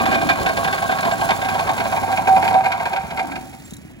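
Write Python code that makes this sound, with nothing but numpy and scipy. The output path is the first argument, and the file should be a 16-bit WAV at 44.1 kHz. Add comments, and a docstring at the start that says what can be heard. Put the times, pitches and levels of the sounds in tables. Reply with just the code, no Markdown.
"""A petrol plate compactor works on fresh asphalt a few metres down a driveway, between two parked cars.
Its steel plate hammers the ground in ragged clanks and briefly sings; the engine putters and hisses underneath.
Then the throttle closes, the clanks thin out and stop, and a few small clicks sound near the microphone."""
import sys
import numpy as np
from scipy import signal
from scipy.fft import rfft, irfft
from scipy.io import wavfile

SR = 44100
rng = np.random.default_rng(int(sys.argv[2]) if len(sys.argv) > 2 else 0)


def master_out(mix):
    """Clip the mix to full scale and print it as 16-bit PCM to the path in sys.argv[1]."""
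    frames = np.transpose(np.atleast_2d(mix))
    ceiling = np.clip(frames, -1, 1)
    pcm = np.round(ceiling * 32767).astype(np.int16)
    wavfile.write(sys.argv[1], SR, pcm)


N = 176400

# bouts of the plate striking the ground (s, level of the low ring dB, level of the bright crash dB)
CLANKS = [(0.0, -17.5, -26.5), (0.056, -18.5, -18), (0.112, -18, -20), (0.127, -31, -20), (0.145, -17.5, -18.5), (0.213, -19.5, -23),
          (0.289, -16, -14), (0.3, -24, -13.5), (0.398, -35, -28), (0.461, -20, -16.5), (0.488, -21.5, -20.5),
          (0.57, -20.5, -20), (0.645, -19.5, -18.5), (0.675, -24, -21), (0.727, -20.5, -19.5), (0.779, -37, -21.5),
          (0.823, -20.5, -21.5), (0.891, -18, -18), (0.916, -22, -20.5), (0.986, -25.5, -20.5),
          (1.028, -19, -21.5), (1.049, -18.5, -20), (1.073, -21.5, -29), (1.111, -20.5, -20), (1.211, -17, -22),
          (1.289, -17, -20), (1.304, -16.5, -16.5), (1.416, -22, -24), (1.446, -22.5, -23.5), (1.486, -23.5, -21), (1.545, -19.5, -24),
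          (1.592, -19, -21.5), (1.669, -19, -23), (1.69, -16.5, -21), (1.778, -28.5, -23.5),
          (1.801, -23.5, -21.5), (1.85, -20.5, -26.5), (1.923, -19.5, -24.5), (1.964, -20, -24), (2.029, -18, -27.5),
          (2.078, -19, -31), (2.123, -19.5, -24), (2.173, -16.5, -19.5), (2.272, -14, -19), (2.287, -31, -24.5), (2.363, -15, -20),
          (2.426, -18.5, -21), (2.447, -20, -22.5), (2.477, -21, -18.5), (2.506, -20, -25.5), (2.54, -14, -25),
          (2.642, -21, -23.5), (2.657, -17, -20), (2.718, -32, -20.5), (2.798, -21.5, -29.5), (2.855, -19, -21),
          (2.931, -22, -23.5), (2.962, -22.5, -22.5), (3.105, -29, -29.5), (3.172, -24, -24), (3.192, -23.5, -20.5),
          (3.316, -39, -28.5), (3.356, -30, -27.5), (3.529, -39, -42)]
RING_DB, CRASH_DB, SPLIT_HZ = -1, -0.5, 1276
# plate modes (Hz, width Hz, lift as it first faces dB, lift once it has turned dB)
MODES_OF_PLATE = [(677.2, 19.3, 17.5, 16), (771.5, 22.5, 16, 22), (909.4, 24.5, -0.5, 16.5), (962, 10, -7, 14), (1090, 63, 12.5, 3.5),
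                  (1368, 30, 7.5, 9.5), (1567, 64, 16, 12.5), (1607.6, 16.7, 17, 16), (2173, 112, 10.5, 14.5),
                  (2400, 64, 8.5, 12.5), (3593, 28, 10, -28), (4410, 30, 8.5, 1)]
TURN_S = (0.99, 2.27)  # the machine swings round between these times
STEEL = [(40, -59), (150, -11.5), (300, 0.5), (440, -8), (540, -2.5), (850, 0.5), (1250, -3), (1900, -12), (2700, -8), (3500, -13.5), (4600, -16.5), (6200, -25.5), (15000, -34.5)]  # (Hz, dB)
# steady chatter of the plate between clanks (s, dB)
CHATTER = [(0, -21.5), (.35, -24), (.55, -25), (1.5, -25), (2.2, -25.5), (2.47, -25.5), (2.75, -23.5), (3.05, -30.5), (3.33, -33), (3.62, -55.5), (4, -66)]
# the plate sings as it drags (s, length s, dB)
SQUEALS = [(2.277, 0.079, -13.5), (2.531, 0.0089, -7.5)]
SQUEAL_HZ, SQUEAL_RISE_S, SQUEAL_FALL_S, SQUEAL_WAVER = 766, 0.025, 0.036, 0.0095
# engine (s, exhaust dB, hiss dB)
ENGINE = [(0, -36.5, -33.5), (1.5, -36.5, -33), (2.5, -39.5, -33), (2.62, -42, -40), (3.05, -43, -41.5), (3.67, -46, -43.5), (3.72, -35, -46), (4, -54, -54)]
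PLATE_RATIO = 3.25  # fixed
EXHAUST = [(20, -33), (60, -6.5), (95, -2.5), (152, 3.5), (212, 7), (300, -2.5), (420, -13.5), (900, -31), (3000, -59)]  # (Hz, dB)
FIRING_SPREAD_DB, PUFF_S, PUFF_SHARE = 1.5, 0.0081, 0.025
HISS = [(300, -9), (1500, 6), (3800, 2.5), (7500, 0.5), (11000, 0), (13000, -10), (16000, 7)]  # (Hz, dB)
HISS_PULSE, HISS_DECAY = 0.42, 1
# hum of the eccentric shaft (s, dB)
HUM = [(0, -38.5), (1, -41.5), (1.8, -38.5), (2.55, -36.5), (2.8, -49.5), (3.5, -55)]
# rumble of frame and ground (s, dB)
RUMBLE_LEVEL = [(0, -25.5), (1.4, -35.5), (1.85, -32.5), (2.5, -34.5), (2.75, -42.5), (3.3, -36), (3.6, -51.5)]
RUMBLE = [(20, -18), (45, -5.5), (85, -8.5), (160, -4.5), (290, -2.5), (450, -9.5), (700, -3), (1200, -21), (4000, -50)]  # (Hz, dB)
AIR, AIR_DB = [(20, -26), (60, 18.5), (190, 17), (400, -19.5), (2000, 1.5), (3000, -3.5), (6000, -43)], -45.5  # (Hz, dB)
# small sharp clicks (s, dB)
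CLICKS = [(1.008, -26), (2.099, -42), (3.708, -35), (3.736, -31), (3.767, -35)]
CLICK_S = .005  # fixed
CLICK = [(500, -17), (3000, -45), (3850, 11), (4700, -27), (5700, 3), (7300, 1.5), (9000, -3), (10500, -3), (13000, -14), (15500, -3)]  # (Hz, dB)
ECHO_DB, ECHO_T60_S, ECHO_DELAY_S = -12.5, 0.28, .005
# the two microphone ports (Hz, radians by which left leads)
PORT_PHASE = [(0, 10.5), (110, -0.9), (310, 3), (430, 7.5), (780, 7.5), (1450, 8.5), (1620, 8), (1950, 9.5),
              (2170, 9), (2750, 10), (3900, 13), (4300, 13), (5350, 23.5), (6050, 27), (7000, 25.5), (11000, 18), (15300, 16.5)]
# (Hz, left minus right dB)
PORT_BALANCE = [(460, 0), (590, -8), (820, -3.5), (930, 3.5), (1350, -3.5), (1550, 4.5), (1850, -23.5), (2150, 5), (2400, -7), (4300, 0), (4700, -9), (5900, -12), (6400, 0)]
CUT_HZ = 15900  # fixed
T = np.arange(N) / SR
# the frame booms at one low resonance (s, dB)
BOOM_LEVEL = [(0, -26), (.31, -29.5), (.5, -42.5), (2.5, -38), (3.05, -60), (3.22, -36), (3.38, -34), (3.55, -45.5)]
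BOOM_HZ, BOOM_WIDTH_HZ = 275, 69
BOOM_PHASE = 1.78  # radians by which left leads
# engine speed (s, firings per s)
FIRING = [(0, 30.3), (2.57, 30.25), (2.9, 24), (3.1, 21.5), (3.6, 17), (4, 14.5)]  # fixed
DRIFT_S, DRIFT_TOP_HZ = 5.5e-5, 4460  # as the machine moves, the left port's lead shrinks by this much, below this frequency
RING_ATTACK_S, RING_HOLD_S, RING_RELEASE_S = 0.0046, 0.013, .013
CRASH_HOLD_S, CRASH_RELEASE_S = .007, .009  # fixed
ATTACK_S = None
HOLD_S = None
RELEASE_S = None
STRIKE_SHARE = None
GRIND = None
GRIT_DB, CHATTER_BRIGHT_DB = 2.5, 0  # unevenness of the grinding; its treble is as bright as a clank's
MODE_SPREAD_DB, MODE_DETUNE = 2.5, 0.004  # each blow lands on another spot and favours other modes
# a thin metallic ring on the first clanks (s, dB relative to the plate)
THIN_RING = [(0, 6), (.32, 7), (.45, -32)]
THIN_RING_HZ, THIN_RING_WIDTH_HZ = 2418, 60  # fixed
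# brief high squeaks (s, pitch Hz, dB)
SQUEAKS = [(.58, 9340, -35.5), (.794, 9400, -35), (0.994, 9500, -49), (1.12, 7530, -35), (1.234, 7900, -38), (3.645, 7540, -41), (3.675, 7570, -52)]
SQUEAK_S = 0.022


def amp(db):
    """Decibels to gain."""
    return 10 ** (np.asarray(db) / 20)


def unit(x):
    """Scales to an rms of one."""
    return x / np.sqrt(np.mean(x ** 2) + 1e-20)


def curve(points, column=1):
    """A control over time."""
    points = np.array(points)
    return np.interp(T, points[:, 0], points[:, column])


def read(points, hz):
    """A value over log frequency."""
    f, value = np.transpose(points)
    return np.interp(np.log(hz + 1), np.log(f + 1), value)


def add(mix, s, sound):
    """Lays a sound into the mix at a time."""
    part = mix[max(round(s * SR), 0):][:len(sound)]
    part += sound[:len(part)]


def response(gain_at, size=16384):
    """Causal impulse response of a gain over frequency."""
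    log_gain = np.log(np.maximum(gain_at(abs(np.fft.fftfreq(size, 1 / SR))), 1e-5))  # fixed
    return np.fft.ifft(np.exp(np.conj(signal.hilbert(log_gain)))).real[:size // 2]


def colour(x, points):
    """Gives a sound a spectrum."""
    return signal.fftconvolve(x, response(lambda hz: amp(read(points, hz))))[:len(x)]


def wander(rate_hz):
    """Slow chance of rms one."""
    return unit(irfft(rfft(rng.standard_normal(N)) * np.exp(-(np.fft.rfftfreq(N, 1 / SR) / rate_hz) ** 2), N))


def plate_gain(hz, turned, luck=np.zeros((len(MODES_OF_PLATE), 2))):
    """The plate's modes standing out of its broad steel colour; luck shifts each mode's strength and pitch."""
    lift = sum(((1 - turned) * amp(first) ** 2 + turned * amp(later) ** 2) * amp(MODE_SPREAD_DB * louder) ** 2
               / (1 + (2 * (hz - f * (1 + MODE_DETUNE * higher)) / width) ** 2)
               for (f, width, first, later), (louder, higher) in zip(MODES_OF_PLATE, luck))
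    return amp(read(STEEL, hz)) * np.sqrt(1 + lift)


def plate():
    """Grit rings the plate: steady chatter, and clanks whenever it bounces hard."""
    swing = np.interp(T, TURN_S, (0, 1))
    grit = rng.standard_normal(N) * amp(GRIT_DB * wander(150))  # fixed
    soft = lambda hz: amp(CHATTER_BRIGHT_DB * (1 - low_share(hz)))
    first, later = (unit(signal.fftconvolve(grit, response(lambda hz: plate_gain(hz, k) * soft(hz)))[:N]) for k in (0, 1))
    out = amp(curve(CHATTER)) * ((1 - swing) * first + swing * later)
    for s, ring_db, crash_db in CLANKS:
        add(out, s, clank(s, ring_db, crash_db))
    thin = signal.lfilter(*signal.iirpeak(THIN_RING_HZ, THIN_RING_HZ / THIN_RING_WIDTH_HZ, SR), out)
    return out + amp(curve(THIN_RING)) * thin


def squeals():
    """Dragging holds the strongest mode in a nearly pure tone."""
    out = np.zeros(N)
    tone = np.sqrt(2) * np.sin(2 * np.pi * np.cumsum(SQUEAL_HZ * (1 + SQUEAL_WAVER * wander(90))) / SR) * amp(1.2 * wander(70))  # fixed
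    for s, length, db in SQUEALS:
        out += amp(db) * tone * np.clip((T - s) / SQUEAL_RISE_S, 0, 1) * np.exp(-np.maximum(T - s - length, 0) / SQUEAL_FALL_S)
    return out


def engine(cycles):
    """One uneven exhaust pop per firing, and a gritty hiss that pulses with each turn of the crank."""
    strength = amp(FIRING_SPREAD_DB * rng.standard_normal(256)[cycles.astype(int)])  # fixed
    pops = np.diff(np.floor(cycles), prepend=0)
    puffs = PUFF_SHARE * np.exp(-(cycles % 1) / curve(FIRING) / PUFF_S) * rng.standard_normal(N)
    exhaust = unit(colour(strength * (pops + puffs), EXHAUST))
    pulses = (1 + HISS_PULSE * np.exp(-(2 * cycles % 1) / HISS_DECAY)) * amp(2.6 * wander(113) + 1.0 * wander(21))
    hiss = unit(colour(pulses * rng.standard_normal(N), HISS))
    return amp(curve(ENGINE)) * exhaust + amp(curve(ENGINE, column=2)) * hiss


def ground(turns):
    """The shaft's hum and the rumble of the shaken frame."""
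    hum = np.sqrt(2) * np.sin(2 * np.pi * turns) * amp(curve(HUM) + 1.0 * wander(27))
    return hum + amp(curve(RUMBLE_LEVEL)) * unit(colour(rng.standard_normal(N) * amp(5.1 * wander(57)), RUMBLE))


def clicks():
    """Short bright ticks."""
    shape = sum(amp(db) * (T >= s) * np.exp(-abs(T - s) / CLICK_S) for s, db in CLICKS)
    return shape * unit(colour(rng.standard_normal(N), CLICK))


def echoes(x):
    """Scattered reflections from cars and house fronts."""
    t = T[:SR // 2]
    tail = rng.standard_normal(len(t)) * (rng.random(len(t)) < .05) * (t > ECHO_DELAY_S) * amp(-60 * t / ECHO_T60_S)
    return amp(ECHO_DB) * signal.fftconvolve(x, tail / np.linalg.norm(tail))[:N]


def ports(x):
    """The sound reaches the two ports with different phase and level, which drift as the machine moves."""
    hz, t, z = signal.stft(x, SR, nperseg=2048, noverlap=1536)  # fixed
    moved = np.clip((t - TURN_S[0]) / (TURN_S[1] - TURN_S[0]), 0, 1)
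    drift = 2 * np.pi * DRIFT_S * np.outer(hz * (hz < DRIFT_TOP_HZ), moved)
    lean = amp(read(PORT_BALANCE, hz) / 2)[:, None]
    left = z * lean * np.exp(1j * (read(PORT_PHASE, hz)[:, None] - drift))
    both = np.array([left, z / lean]) / np.sqrt((lean ** 2 + lean ** -2) / 2)
    return signal.istft(both, SR, nperseg=2048, noverlap=1536)[1][:, :N]  # fixed


def boom():
    """A hollow low resonance of the frame, stirred by the shaking."""
    body = response(lambda hz: 1 / (1 + ((hz - BOOM_HZ) / BOOM_WIDTH_HZ) ** 4))
    sound = signal.hilbert(amp(curve(BOOM_LEVEL)) * unit(signal.fftconvolve(rng.standard_normal(N), body)[:N]))
    return np.array([(sound * np.exp(1j * BOOM_PHASE)).real, sound.real])




def low_share(hz):
    """The share of power that belongs to the low ring rather than the bright crash."""
    return 1 / (1 + (hz / SPLIT_HZ) ** 16)  # fixed


def clank(s, ring_db, crash_db):
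    """One hard bounce: a short bright crash, and a low ring that swells and lingers."""
    t, turned = T[:SR // 8], np.interp(s, TURN_S, (0, 1))
    luck = rng.standard_normal((len(MODES_OF_PLATE), 2))
    grit = rng.standard_normal(len(t))
    held = lambda hold, release: grit * np.exp(-np.maximum(t - hold, 0) / release)
    ring = signal.fftconvolve(held(RING_HOLD_S, RING_RELEASE_S) * np.minimum(t / RING_ATTACK_S, 1),
                              response(lambda hz: plate_gain(hz, turned, luck) * np.sqrt(low_share(hz)), size=8192))
    crash = signal.fftconvolve(held(CRASH_HOLD_S, CRASH_RELEASE_S),
                               response(lambda hz: plate_gain(hz, turned, luck) * np.sqrt(1 - low_share(hz)), size=8192))
    return amp(ring_db + RING_DB) * ring / np.std(ring[:SR // 30]) + amp(crash_db + CRASH_DB) * crash / np.std(crash[:SR // 100])  # fixed


def squeaks():
    """Brief high chirps of metal rubbing on metal."""
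    out, t = np.zeros(N), np.arange(0, SQUEAK_S, 1 / SR)
    waver = 1 + .008 * wander(250)  # fixed
    for s, hz, db in SQUEAKS:
        turns = np.cumsum(hz * waver[round(s * SR):][:len(t)]) / SR
        add(out, s, amp(db) * np.sin(np.pi * t / SQUEAK_S) * np.sin(2 * np.pi * turns))
    return out




def scene():
    """The machine, its reflections and the outdoor air."""
    cycles = np.cumsum(curve(FIRING) * (1 + 0.0027 * wander(5.6))) / SR
    air = amp(AIR_DB) * unit(colour(rng.standard_normal(N), AIR))
    machine = plate() + squeals() + squeaks() + engine(cycles) + ground(PLATE_RATIO * cycles)
    return ports(machine + air + clicks()) + boom() + np.array([echoes(machine), echoes(machine)])


def record(dry):
    """The recorder's band limit."""
    return signal.oaconvolve(dry, signal.firwin(511, CUT_HZ, window=("kaiser", 9), fs=SR)[None], "same")  # fixed


dry = scene()
out = record(dry)
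master_out(out)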